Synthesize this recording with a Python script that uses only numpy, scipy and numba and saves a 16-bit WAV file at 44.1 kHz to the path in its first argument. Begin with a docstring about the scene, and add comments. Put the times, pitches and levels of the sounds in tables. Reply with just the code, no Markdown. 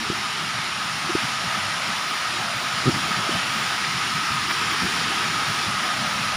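"""Muddy path above a stream

A walker with a phone in hand follows a muddy path above a rushing stream that slowly grows louder.
The water is filtered noise, a broad hiss with flickering spray; light wind rumbles on the microphone
as low noise with bell-shaped buffets. Footfalls are jolts that excite resonances of case and arm;
scuffs of mud and grit are brief swells of band noise."""
import sys
import numpy as np
from scipy import signal
from scipy.fft import rfft, irfft
from scipy.io import wavfile
from scipy.ndimage import uniform_filter1d
from numba import njit

SR = 44100
rng = np.random.default_rng(int(sys.argv[2]) if len(sys.argv) > 2 else 0)


def store_pcm(level_fs):
    """Save levels as 16-bit WAV."""
    pcm = np.round(np.clip(level_fs, -1, 1) * 32767).astype(np.int16)
    wavfile.write(sys.argv[1], SR, np.atleast_2d(pcm).T)


def gain_from_db(level_db):
    """Turn a decibel level (scalar or array-like) into a linear amplitude factor."""
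    decades = np.asarray(level_db, float) / 20
    return 10 ** decades


N = 280476  # samples

# relative spectrum of the rushing water: f/Hz, density level/dB
WATER_SPECTRUM = [(200, -18.5), (700, -7.5), (1100, -8), (1600, -6), (3000, -8), (4300, -11.5), (5400, -11),
                  (7100, -18.5), (8100, -23.5), (9600, -20), (12000, -33), (14000, -57)]
# relative spectrum of the fine spray: f/Hz, density level/dB
SPRAY_SPECTRUM = [(9000, -32), (12000, -10), (13700, -6), (15000, 4), (17000, -3.5)]


@njit
def svf(x, hz, width):
    """State-variable filter: two integrators in a loop give band-pass (peak gain 1) and high-pass."""
    band, high = np.empty(len(x)), np.empty(len(x))
    band_state, low_state = 0., 0.
    for i in range(len(x)):
        g = np.tan(np.pi * hz[i] / SR)
        damping = width[i] / hz[i]
        v = (band_state + g * (x[i] - low_state)) / (1 + g * (g + damping))
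        low = low_state + g * v
        band_state = 2 * v - band_state
        low_state = 2 * low - low_state
        band[i] = damping * v
        high[i] = x[i] - damping * v - low
    return band, high


def ring(x, hz, width):
    """Simple resonance: a damped oscillator of fixed centre and bandwidth (Hz)."""
    return svf(x, np.full(len(x), float(hz)), np.full(len(x), float(width)))[0]


def unit(x):
    """Normalisation: equal mean power, rms 1."""
    return x / np.sqrt(np.mean(x ** 2))


def curves(table):
    """Linear interpolation: each column of a table becomes a course in time."""
    s, *columns = np.transpose(table)
    return [np.interp(np.arange(N) / SR, s, column) for column in columns]


def noise(spectrum):
    """Spectral shaping: white noise weighted in frequency, then scaled to rms 1."""
    hz, db = np.transpose(spectrum)
    bins = np.arange(1, N // 2 + 2) * SR / N
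    gain = gain_from_db(np.interp(np.log(bins), np.log(hz), db))
    return unit(irfft(rfft(rng.standard_normal(N)) * gain, N))


def walk(rate):
    """Slow random modulation: levels drawn rate times a second, smoothed twice, spread 1."""
    k = int(SR / rate)
    held = np.repeat(rng.standard_normal(N // k + 1), k)
    smooth = uniform_filter1d(uniform_filter1d(held, k), k)
    return unit(smooth[:N])


def patchy(x, patchy_db, bins, frames):
    """Time-frequency modulation: small patches of pitch and time swell and sink on their own."""
    spec = signal.stft(x, nperseg=1024)[2]
    field = rng.standard_normal(spec.shape)
    for size, axis in ((bins, 0), (frames, 1)):
        field = uniform_filter1d(field, size, axis=axis)
        field = uniform_filter1d(field, size, axis=axis)
    return signal.istft(spec * gain_from_db(patchy_db * unit(field)), nperseg=1024)[1][:N]


def swell(s, half_s):
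    """Gaussian envelope: a bell of peak 1 at s with standard deviation half_s (seconds)."""
    return np.exp(-.5 * ((np.arange(N) / SR - s) / half_s) ** 2)


def stream():
    """Superposition: countless splashes merge to noise; gurgles come and go, the spray flickers."""
    # the stream heard along the path: t/s, rush level/dB, spray level/dB,
    # moving lower edge of the rush, high-pass f/Hz
    flow = [(0, -27.5, -57, 670), (.6, -27.5, -57, 640), (1.1, -26.5, -54, 604), (1.6, -26.5, -54, 540),
            (2.5, -26.5, -52, 550), (3.1, -25.5, -52, 534), (3.5, -25, -52, 553), (3.9, -25.5, -52, 690),
            (4.5, -25, -50, 725), (5.1, -24.5, -52, 690), (6, -25, -49, 520), (6.36, -25.5, -52, 524)]
    level_db, spray_db, edge_hz = curves(flow)
    rush = patchy(noise(WATER_SPECTRUM), patchy_db=1.16, bins=3, frames=4)
    for _ in range(3):
        rush = svf(rush, edge_hz, 1.175 * edge_hz)[1]
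    rush = unit(rush) * gain_from_db(level_db + 0.31 * walk(7.4))
    spray = noise(SPRAY_SPECTRUM) * gain_from_db(spray_db + 2.0 * walk(16))
    return rush + spray


def wind():
    """Turbulence at the port: large eddies flutter and buffet, small ones rustle, over a low murmur."""
    # slow wind strength: t/s, large-eddy level/dB, small-eddy level/dB
    strength = [(0, -38, -43), (.3, -43.5, -47), (.8, -43.5, -47.5), (1.3, -42, -48.5), (2.2, -44.5, -47.5),
                (2.7, -41, -48.5), (3.0, -40.5, -41.5), (3.4, -35, -45), (3.75, -40, -44),
                (4.4, -39.5, -43.5), (4.9, -37.5, -39.5), (5.4, -37.5, -42), (6.36, -37, -47.5)]
    # strongest buffets of large eddies: t/s, peak level/dB
    buffets = [(.576, -39), (1.057, -37.5), (1.244, -33), (1.475, -33), (1.57, -37), (1.908, -35.5),
               (2.566, -36), (2.95, -28), (3.195, -32), (3.36, -30), (3.96, -32), (4.161, -35),
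               (4.315, -31), (4.62, -30.5), (4.84, -28.5), (5.5, -33.5), (5.693, -31), (6.02, -32),
               (6.22, -33)]
    # relative spectrum of large eddies and murmur: f/Hz, density level/dB
    rumble = [(30, -36), (64, -10), (125, -0.5), (215, -1.5), (260, -6.5), (330, -22.5), (600, -64)]
    # relative spectrum of small eddies: f/Hz, density level/dB
    eddies = [(150, -18), (260, -0.5), (400, -1.5), (520, -10.5), (700, -54)]
    buffet_s = 0.021  # standard deviation of a buffet
    flutter_db, flutter_per_s = 2.5, 13  # random unrest of the large eddies
    murmur_db = -51.5

    large_db, small_db = curves(strength)
    power = gain_from_db(large_db + flutter_db * walk(flutter_per_s)) ** 2
    for s, db in buffets:
        power = power + (gain_from_db(db) * swell(s, buffet_s)) ** 2
    large = patchy(noise(rumble), patchy_db=1.5, bins=1, frames=4) * np.sqrt(power)
    small = patchy(noise(eddies), patchy_db=3.0, bins=2, frames=4) * gain_from_db(small_db)
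    murmur = gain_from_db(murmur_db) * noise(rumble)
    return large + small + murmur


def steps():
    """Impulse excitation: one jolt or a shudder of several sets the case and the arm ringing."""
    # footfalls, levels before the shudder envelope:
    # t/s, knock level/dB, boom level/dB, shudder length/ms, jolt rate/(1/s)
    footfalls = [(0.0984, -18, -14, 3.6, 70), (0.112, -28, -33, 16, 175), (1.088, -21, -43, 20, 173),
                 (1.1497, -10.5, -16, 2.7, 100), (2.853, -21, -16, 16, 153), (2.867, -21, -7, 23, 130),
                 (2.89, -18, -13.5, 9.4, 285), (3.289, -15.5, -38, 4.6, 100), (4.817, -30, -23, 28, 253)]
    knock, boom = np.zeros(N), np.zeros(N)
    for s, knock_db, boom_db, ms, rate in footfalls:
        if ms * rate > 1000:
            after = (np.arange(12) + .5) / rate
        else:
            after = np.array([.001])  # a single jolt
        # the jolts swell and fade over the shudder
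        phase = np.clip(after * 1000 / ms, 0, 1)
        size = np.sqrt(np.sin(3.14 * phase) * (after * 1000 < ms))
        at = ((s + after) * SR).astype(int)
        knock[at] -= size * gain_from_db(knock_db)
        boom[at] -= size * gain_from_db(boom_db)
    push = np.hanning(int(0.0031 * SR))  # soft contact of a sole in mud
    out = 0
    # jolts, centre Hz, width Hz, passes: first the case, then the arm holding it
    for jolts, hz, width, passes in ((knock, 355, 184, 2), (boom, 186, 200, 1)):
        body = np.r_[push, np.zeros(4096)]
        for _ in range(passes):
            body = ring(body, hz, width)
        out = out + signal.fftconvolve(jolts, body / np.abs(body).max())[:N]
    return out


def scuffs():
    """Friction noise: a sole drags and sucks in mud, a swell of wet noise, at times gritty treble."""
    # scuffs and squelches: t/s, length (two standard deviations)/ms, centre f/Hz, width/Hz, level/dB
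    drags = [(1.20, 70, 2400, 1400, -30), (3.155, 50, 1750, 350, -31), (3.35, 80, 3000, 140, -32),
             (3.845, 14, 2100, 1100, -23), (4.508, 16, 1500, 2200, -24), (5.235, 25, 1700, 600, -30)]
    # thin high grit under the sole: t/s, length (two standard deviations)/ms, level/dB
    grit = [(4.508, 16, -43), (4.728, 22, -43)]
    wet, thin = noise(WATER_SPECTRUM), noise(SPRAY_SPECTRUM)
    out = np.zeros(N)
    for s, ms, hz, width, db in drags:
        out += swell(s, ms / 2000) * gain_from_db(db) * unit(ring(wet, hz, width))
    for s, ms, db in grit:
        out += thin * swell(s, ms / 2000) * gain_from_db(db)
    return out


def scene():
    """Superposition: nearly mono, with very faint patchy low noise of opposite sign in the channels."""
    # resonances and dips of microphone port and case: f/Hz, width/Hz, gain level/dB
    port = [(1263.4, 64.6, 10.5), (6235, 460, -8), (8000, 790, -7.5)]
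    # relative spectrum of the faint side noise: f/Hz, density level/dB
    side_spectrum = [(40, -3), (150, -2), (700, -1), (1100, -6), (2000, -57)]
    air = stream() + scuffs()
    for hz, width, db in port:
        air = air + (gain_from_db(db) - 1) * ring(air, hz, width)
    mid = air + wind() + steps()
    side = gain_from_db(-80) * patchy(noise(side_spectrum), patchy_db=6.0, bins=2, frames=1)
    return np.array([mid + side, mid - side])


def band_limit(x):
    """A steep low-pass at the top of the band."""
    return signal.sosfilt(signal.butter(12, 16780, fs=SR, output="sos"), x)


def record(dry):
    """Band limitation: the phone rolls off the deep bass and cuts the top sharply."""
    low_hz, top_hz = 45.6, 15430
    bass_cut = signal.butter(1, low_hz, "high", fs=SR, output="sos")
    top_cut = signal.ellip(14, .3, 100, top_hz, fs=SR, output="sos")
    cut = signal.sosfiltfilt(bass_cut, dry)  # both directions: no phase shift
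    cut = signal.sosfilt(top_cut, cut)
    return band_limit(cut)


dry = scene()
out = record(dry)
store_pcm(out)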